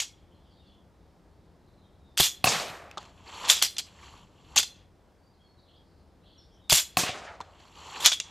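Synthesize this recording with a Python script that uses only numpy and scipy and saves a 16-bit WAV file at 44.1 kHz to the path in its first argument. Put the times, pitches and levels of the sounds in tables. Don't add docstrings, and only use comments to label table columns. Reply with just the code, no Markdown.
import sys
import numpy as np
from scipy import signal
from scipy.fft import rfft, irfft
from scipy.io import wavfile
from scipy.ndimage import uniform_filter1d

SR = 44100
rng = np.random.default_rng(int(sys.argv[2]) if len(sys.argv) > 2 else 0)


def transcribe(u):
    v = np.clip(np.atleast_2d(u).T, -1, 1)
    q = np.round(v * 32767).astype(np.int16)
    wavfile.write(sys.argv[1], SR, q)


def ratio_of_db(decibels):
    return 10 ** (np.asarray(decibels, float) / 20)


N = 366030
T = np.arange(N) / SR

# f/Hz, level/dB
WOOD_COLOUR = [(12, -48.5), (20, -14.5), (70, -1), (90, -0.5), (109, -9), (191, -7.5), (232, -13.5),
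               (289, -11.5), (811, -18), (985, -20), (1100, -23), (3450, -38), (5690, -38.5),
               (15500, -50.5)]
# t/s, level/dB
RUMBLE = [(0, -57), (1.9, -57), (4.7, -55.5), (5.2, -62.5), (5.6, -59), (8.3, -57)]
LEAVES_DB = -60

# t/s, length/s, start f/Hz, end f/Hz, relative level/dB
WHISTLES = [(0.34, 0.041, 4200, 4150, -75), (.56, .06, 3680, 3700, -70), (0.623, 0.12, 3520, 3360, -74),
            (1.769, 0.047, 4090, 4020, -74), (1.81, 0.072, 3670, 3700, -75), (1.83, 0.033, 3250, 3250, -74),
            (1.98, .18, 3850, 3490, -78), (5.17, 0.19, 4540, 4800, -77), (5.33, 0.034, 4610, 3600, -73),
            (5.39, 0.186, 4380, 4340, -75.5), (5.389, 0.046, 3260, 3340, -71.5),
            (5.56, 0.072, 4300, 3520, -74.5), (6.331, 0.085, 3486, 3460, -72.5),
            (6.371, .05, 5800, 5100, -66.5), (6.605, 0.093, 3770, 3500, -69.5)]
# t/s, length/s, middle f/Hz, relative level/dB
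CHATTER = [(0.197, 0.614, 3300, -81), (.45, 0.27, 4500, -80.5), (1.599, .5, 3750, -87),
           (5.566, 0.25, 4250, -79), (5.629, 0.17, 3240, -76.5), (5.83, 0.2, 4600, -83),
           (6.206, 0.3, 4185, -79), (6.219, 0.19, 3260, -75.5), (6.384, .2, 5330, -82),
           (6.46, .22, 3350, -79)]
WHISTLE_WAVER, CHIRP_WAVER = .011, .035
CHIRP_S, CHIRPS_PER_S = .04, 80
CHIRP_SPREAD, CHIRP_GLIDE = .1, .1
TWITTER_DB = -91.5

# f/Hz, relative t60/s
ECHO_T60 = [(100, 0.33), (700, 1.65), (3000, 0.87), (8000, 0.55), (14000, 0.65)]
CLUMP_DB = 2.2

# t/s, relative blow/dB, relative echo/dB, shaken leaves level/dB, leaves t60/s
IMPACTS = [(2.443, -2.5, -20.5, -35.5, 0.59), (6.9712, -4, -24.5, -24, 0.19)]
# f/Hz, relative level/dB, t60/s
TARGET_MODES = [(125, -22.5, 0.12), (174, -18, 0.083), (264.5, -11.5, 0.027), (743, -3.5, 0.042),
                (1078, -4.5, 0.028), (2600, -1, 0.019), (4300, 1.5, 0.0059)]
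# f/Hz, relative level/dB
ECHO_COLOUR = [(47, -43.5), (80, -13), (145, -0.5), (275, -10), (709, -4.5), (1010, -9.5), (1180, -6),
               (1470, -8), (2970, -6.5), (3240, -6.5), (7170, -7), (13300, -30), (15500, -38)]
# f/Hz, relative level/dB
RUSTLE_COLOUR = [(500, -28), (1500, -8.5), (3500, -0.5), (7500, -1), (10000, -8), (13500, -7.5),
                 (15500, -33.5)]
# t/s, relative level/dB
TRUNKS = [(2.4705, -11), (2.4742, -13.5), (2.534, -20), (2.563, -23.5), (2.599, -18.5), (2.70, -25.5),
          (7.004, -26), (7.034, -16), (7.092, -20)]
LEAVES_SETTLE = 1.5

# t/s, relative level/dB
SOFT_STROKES = [
    [(2.99, -51), (3.14, -66), (3.25, -59.5)],
    [(3.84, -65), (3.88, -60), (3.96, -59.5), (4.04, -51.5), (4.2, -57.5), (4.3, -68.5), (4.44, -65),
     (4.55, -54)],
    [(7.43, -66.5), (7.58, -64), (7.6, -60), (7.75, -58.5)],
    [(8.23, -54.5), (8.26, -60.5), (8.3, -56)],
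]
# start t/s, slam t/s, relative start level/dB, relative slam level/dB
RACKS = [(3.255, 3.491, -51, -34), (7.747, 8.036, -52.5, -36)]
# f/Hz, width/Hz, relative level/dB
TUBE = [(1005.5, 390, -3), (3040, 860, -5.7), (4300, 610, -10), (1880, 2000, -7), (447.4, 300, -15),
        (10800, 1700, -24)]
# f/Hz, relative level/dB
HISS_COLOUR = [(4500, -32), (5400, -4), (6600, -4), (7400, 0.5), (8100, -10), (8600, -33.5)]
HISS_DB = -10.5
SPURT_S, SPURT_DB = .035, 4.5

# latch lets go t/s, relative level/dB, extra lift over 8 kHz/dB
SHOTS = [(2.1754, -1, 0), (6.6981, 0.5, 0.5)]
# f/Hz, relative level/dB, t60/s
LIMB_MODES = [(75, -5, .12), (150, 4, .07), (243, -5, 0.054), (380, 2, .04), (620, 6.5, 0.034),
              (1000, -15, .03)]
# t/s, peak level/dB
COCKING_THUMPS = [(4.565, -35)]
STRING_HOME_S, THUMP_DB = .0255, -15.5

# t/s, peak level/dB, lift under 1.6 kHz/dB, lift over 8 kHz/dB, t60/s
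CLACKS = [(0, -14, -9, -9.5, 0.08), (3.499, -2, -6, -8.5, .04), (3.616, -17.5, 7, -18.5, 0.067),
          (3.624, -5.5, 2, 1.5, 0.035), (3.7829, -13.5, -14, -6.5, .045), (4.5597, -12, 10, -2.5, 0.054),
          (4.586, -9, -2.5, 0, .03), (4.629, -19.5, 1.5, -5, 0.048), (8.0457, -11.5, 9, -1.5, 0.029),
          (8.0597, 1, -4, -4, .043), (8.117, -12, 0, -12.5, 0.082), (8.13, -15.5, -9, -8, .065)]
# t after the latch/s, peak level relative to the
# shot/dB, lift under 1.6 kHz/dB, lift over 8 kHz relative to the shot/dB, t60/s
SHOT_CLACKS = [(-.0035, -26.5, -9, -3.5, 0.028), (0, -8, -0.5, 0, 0.03), (0.023, -7, 15.5, 4.5, .05),
               (.028, -3, 0, 4, .065)]
# t/s, length/s, first level/dB, last level/dB,
# lift under 1.6 kHz/dB, lift over 8 kHz/dB (levels before the scatter)
RATTLES = [(.015, .03, -25, -32.5, -5, -5.5), (3.478, .02, -25.5, -9, -3, -1.5),
           (3.504, .026, -8.5, -16, 0.5, -1.5), (3.535, .06, -21.5, -26, 1.5, -6),
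           (3.63, 0.032, -13.5, -22, -3, -1), (3.788, 0.0067, -24, -24, -3, -4.5),
           (4.572, .016, -17.5, -9.5, -7.5, -9), (4.588, .022, -12.5, -24.5, 0, -3.5),
           (8.002, .04, -28.5, -25, -2, -1.5), (8.05, .006, -9.5, -9, -4.5, -21),
           (8.067, .025, -7.5, -20, 0.5, -9.5), (8.14, .006, -33.5, -15.5, -1, -5)]
# t after the latch/s, length/s,
# first and last level relative to the shot/dB, lift under 1.6 kHz/dB, relative lift over 8 kHz/dB
SHOT_RATTLES = [(.006, 0.015, -11.5, -11.5, -3.5, -4), (0.04, 0.059, -11.5, -16, -2.5, 1)]
# t/s, peak level/dB, lift under 1.6 kHz/dB, t60/s, ring f/Hz
TICKS = [(2.241, -23, -14, 0.11, 4773), (2.266, -26.5, -2.5, 0.11, 3440), (2.913, -33, -1, 0.0083, 2604),
         (2.973, -24.5, 25.5, 0.057, 1100), (2.979, -25, 0, 0.023, 3472), (3.029, -40, 16, .015, 1995),
         (3.052, -43, 19, .036, 2339), (3.445, -27.5, -1.5, 0.21, 3460), (3.766, -27.5, 1.5, 0.039, 3440),
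         (4.57, -9, -11.5, 0.06, 6540), (4.577, -3, -11.5, 0.038, 6330), (6.787, -16.5, -3, 0.057, 3520),
         (7.4045, -27, 27, 0.023, 1050), (7.411, -30.5, 22, 0.034, 3470), (7.6, -47, 17.5, .04, 4040),
         (7.653, -44, 10.5, 0.024, 920), (8.2009, -12, -22, 0.027, 2480), (8.206, -33.5, 9.5, 0.074, 3600)]
# f/Hz, relative level/dB
CLACK_COLOUR = [(120, -44), (200, -21), (293, -21.5), (378, -14.5), (430, -22), (607, -11.5), (1780, -8.5),
                (3420, 0.5), (3890, -3.5), (7350, -2), (8980, -8.5), (13600, -9), (15500, -30)]
# f/Hz, relative level/dB, t60/s
METAL = [(2150, -12, .3), (2700, -13, .3), (3350, -12.5, .4), (3500, -9, .25), (3900, -10, .15),
         (4140, -8, .35), (4300, -9, .2), (4760, -6, .2), (5000, -12, .3), (5760, -9, .25), (6250, -4, .15),
         (6800, -8, .18), (7150, -5, .14), (7600, -4, .12), (10900, -8, .1)]
RATTLE_GAP_S, RATTLE_SCATTER_DB, RATTLE_T60_S = .006, 2, .055
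SETTLE_DB, SETTLE_T60_S = -3, .16
TICK_TOP_DB = -16.5
TUBE_SHARE = .35


def on_log_axis(table, hz):
    table = np.array(table)
    return np.interp(np.log(np.maximum(hz, 1)), np.log(table[:, 0]), table[:, 1])


def coloured(noise, db):
    y = irfft(rfft(noise) * ratio_of_db(db), noise.shape[-1])
    return y / np.sqrt(np.mean(y ** 2))


def ring(modes, size):
    t = np.arange(size) / SR
    return sum(ratio_of_db(db) * np.sin(2 * np.pi * hz * t) * ratio_of_db(-60 * t / t60) for hz, db, t60 in modes)


def walk(rate, size=N):
    hold = max(int(SR / rate), 1)
    steps = np.repeat(rng.standard_normal(size // hold + 1), hold)
    return 1.4 * uniform_filter1d(steps, hold)[:size]


def add(out, x, s):
    i = max(int(s * SR), 0)
    out[i:i + len(x)] += x[:len(out) - i]


def blows(table, modes, push_s):
    push = np.hanning(int(push_s * SR) + 3)
    sound = np.convolve(ring(modes, 2 ** 14), push)
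    out = np.zeros(N)
    for s, db, *_ in table:
        add(out, ratio_of_db(db) * sound / np.abs(sound).max(), s)
    return out


def wood():
    hz = np.fft.rfftfreq(N, 1 / SR)
    db = on_log_axis(WOOD_COLOUR, hz)
    spectrum = rfft(coloured(rng.standard_normal(N), db))
    bass_share = 1 / (1 + (hz / 300) ** 2)
    swell_db = np.interp(T, *np.transpose(RUMBLE)) + .6 * walk(4.2)
    bass = irfft(spectrum * bass_share, N) * ratio_of_db(swell_db)
    leaves = irfft(spectrum * (1 - bass_share), N) * ratio_of_db(LEAVES_DB + 0.27 * walk(4.4))
    side = ratio_of_db(LEAVES_DB - 12.5) * coloured(rng.standard_normal(N), db) + 0.12 * bass
    return bass + leaves + side * np.array([[1], [-1]])


def trees(x, colour_db, stretch, onset_s):
    size = 2 ** 16
    t, hz = np.arange(size) / SR, np.fft.rfftfreq(size, 1 / SR)
    noise = rfft(coloured(rng.standard_normal(size), colour_db(hz)))
    response = 0
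    for centre in 45.0 * 2. ** np.arange(9):
        band = np.clip(1 - np.abs(np.log2(np.maximum(hz, 1) / centre)), 0, 1)
        t60 = stretch * on_log_axis(ECHO_T60, centre)
        response = response + irfft(noise * band) * ratio_of_db(CLUMP_DB * walk(30, size) - 60 * t / t60)
    onset = 1 - np.exp(-(t / onset_s) ** 2)
    return signal.fftconvolve(x, response * onset)[:N]


def birds():
    out = np.zeros(N)
    notes = [(*row, WHISTLE_WAVER) for row in WHISTLES]
    for s, length, hz, db in CHATTER:
        for when, pitch, glide in rng.random((64, 3))[:int(length * CHIRPS_PER_S)]:
            start = hz * (1 + CHIRP_SPREAD * (2 * pitch - 1))
            end = start * (1 + CHIRP_GLIDE * (2 * glide - 1))
            notes.append((s + when * (length - CHIRP_S), CHIRP_S, start, end, db, CHIRP_WAVER))
    quick, slow, flutter = walk(500), .004 * walk(40), ratio_of_db(3.2 * walk(60))
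    for (s, length, hz0, hz1, db, waver), k in zip(notes, rng.integers(0, N - SR, 512)):
        size = int(length * SR)
        hz = np.linspace(hz0, hz1, size) * (1 + waver * quick[k:k + size] + slow[k:k + size])
        envelope = np.sqrt(2 * np.hanning(size)) * flutter[k:k + size]
        add(out, ratio_of_db(db) * envelope * np.sin(2 * np.pi * np.cumsum(hz) / SR), s)
    bins = np.fft.rfftfreq(N, 1 / SR)
    for centre in (3220, 3800, 4500, 5040):
        band = coloured(rng.standard_normal(N), -10 * np.log10(1 + ((bins - centre) / 330) ** 4))
        out += band * ratio_of_db(TWITTER_DB + 2.2 * walk(13))
    return out + ratio_of_db(-31) * trees(out, lambda hz: 0 * hz, .45, .02)


def target():
    out, returns = np.zeros(N), np.zeros(N)
    t, hz = np.arange(900) / SR, np.fft.rfftfreq(N, 1 / SR)
    rustle = coloured(rng.standard_normal(N) * ratio_of_db(1.1 * walk(500)), on_log_axis(RUSTLE_COLOUR, hz))
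    for s, db, echo_db, leaves_db, leaves_t60 in IMPACTS:
        add(out, -ratio_of_db(db) * np.hanning(9), s - 4 / SR)
        add(out, ratio_of_db(db - 17.5) * rng.standard_normal(132) * np.linspace(0, 1, 132) ** 2, s - .003)
        add(out, ratio_of_db(db - 19.5) * rng.standard_normal(len(t)) * ratio_of_db(-60 * t / 0.14), s)
        tick = np.zeros(N)
        add(tick, ratio_of_db([echo_db]), s)
        out += trees(tick, lambda hz: on_log_axis(ECHO_COLOUR, hz), 0.77, 0.016)
        after = np.maximum(T - s, 0)
        decay = ratio_of_db(leaves_db - 60 * (after / leaves_t60) ** LEAVES_SETTLE)
        out += decay * (1 - np.exp(-after / 0.014)) * rustle
    for s, db in TRUNKS:
        add(returns, ratio_of_db(db - 15.5) * rng.standard_normal(len(t)) * ratio_of_db(-60 * t / 0.016), s)
    returns = signal.fftconvolve(returns, ring(TARGET_MODES, 2048))[:N] * ratio_of_db(-6.5)
    knock = ratio_of_db(-2.0) * blows(IMPACTS, TARGET_MODES, .0001)
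    return signal.sosfilt(signal.butter(2, 70, "high", fs=SR, output="sos"), out + knock + returns)


def slide():
    hz = np.fft.rfftfreq(N, 1 / SR)
    body = 0
    for f, width, db in TUBE:
        grains = rng.standard_normal(N) * ratio_of_db(2.5 * walk(250) + 1.5 * walk(30))
        body = body + ratio_of_db(db) * coloured(grains, -10 * np.log10(1 + (2 * (hz - f) / width) ** 4))
    hiss = coloured(rng.standard_normal(N) * ratio_of_db(1.4 * walk(200)), on_log_axis(HISS_COLOUR, hz))
    rush = body + ratio_of_db(HISS_DB) * hiss
    racked = [[(start, start_db), (slam - SPURT_S, slam_db - SPURT_DB), (slam, slam_db)]
              for start, slam, start_db, slam_db in RACKS]
    out = np.zeros(N)
    for stroke in SOFT_STROKES + racked:
        s, db = np.transpose(stroke)
        on = np.clip(np.minimum(T - s[0], s[-1] + 0.025 - T) / .02, 0, 1)
        out += on * ratio_of_db(np.interp(T, s, db)) * rush
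    return out


def limbs():
    thumps = [(s + STRING_HOME_S, THUMP_DB + db) for s, db, _ in SHOTS]
    return blows(thumps + COCKING_THUMPS, LIMB_MODES, .0006)


def contacts():
    clacks, rattles = list(CLACKS), list(RATTLES)
    for s, db, top_db in SHOTS:
        for ds, d, low, top, t60 in SHOT_CLACKS:
            clacks.append((s + ds, db + d, low, top_db + top, t60))
        for ds, span, first, last, low, top in SHOT_RATTLES:
            rattles.append((s + ds, span, db + first, db + last, low, top_db + top))
    for s, span, first_db, last_db, low_db, top_db in rattles:
        gap, size = rng.random((2, 16))
        after = np.cumsum(RATTLE_GAP_S * (.5 + gap)) - RATTLE_GAP_S * (.5 + gap[0])
        for a, z in zip(after, size):
            if a < span:
                db = first_db + (last_db - first_db) * a / span + RATTLE_SCATTER_DB * (2 * z - 1)
                clacks.append((s + a, db, low_db, top_db, RATTLE_T60_S))
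        if last_db < first_db:
            clacks.append((s + span, last_db + SETTLE_DB, low_db, top_db, SETTLE_T60_S))
    tube_wall = rng.integers(2, 4, 256)
    other_part = rng.integers(4, len(METAL) - 1, 256)
    part = np.where(rng.random(256) < TUBE_SHARE, tube_wall, other_part)
    struck = [(*row, METAL[k][0]) for row, k in zip(clacks, part)]
    return struck + [(s, db, low, TICK_TOP_DB, t60, hz) for s, db, low, t60, hz in TICKS]


def launcher():
    out, size = np.zeros(N), 2 ** 13
    t, hz = np.arange(size) / SR, np.fft.rfftfreq(size, 1 / SR)
    low, top = 1 / (1 + (hz / 1600) ** 6), 1 / (1 + (8200 / np.maximum(hz, 1)) ** 8)
    highest = 1 / (1 + (12500 / np.maximum(hz, 1)) ** 16)
    for s, db, low_db, top_db, t60, ring_hz in contacts():
        grit = rng.standard_normal(size) * ratio_of_db(2.0 * walk(900, size))
        colour = on_log_axis(CLACK_COLOUR, hz) + low * low_db + top * top_db
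        colour = colour + min(top_db, 0) * highest
        colour = colour + 11 / (1 + ((hz - ring_hz) / 220) ** 2)
        swell = 1 - np.exp(-t / (0.087 * t60 ** 2))
        burst = coloured(grit, colour) * swell * ratio_of_db(-60 * t / t60)
        add(out, ratio_of_db(db) * burst / np.abs(burst).max(), s)
    jangle = sum(signal.fftconvolve(out, ring([mode], 2 ** 14))[:N] * walk(130) for mode in METAL)
    echo = trees(out, lambda hz: -10 * np.log10(1 + (2000 / np.maximum(hz, 1)) ** 4), 0.46, 0.016)
    return out + ratio_of_db(-50.5) * jangle + ratio_of_db(-46.5) * echo


def scene():
    return launcher() + limbs() + target() + slide() + birds() + wood()


def low_pass(x):
    return signal.sosfilt(signal.butter(12, 15680, fs=SR, output="sos"), x)


def record(dry):
    heard = signal.sosfilt(signal.butter(2, 28, "high", fs=SR, output="sos"), dry)
    heard = signal.sosfilt(signal.butter(8, 15300, fs=SR, output="sos"), heard)
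    return low_pass(np.clip(heard, -1, 1))


dry = scene()
out = record(dry)
transcribe(out)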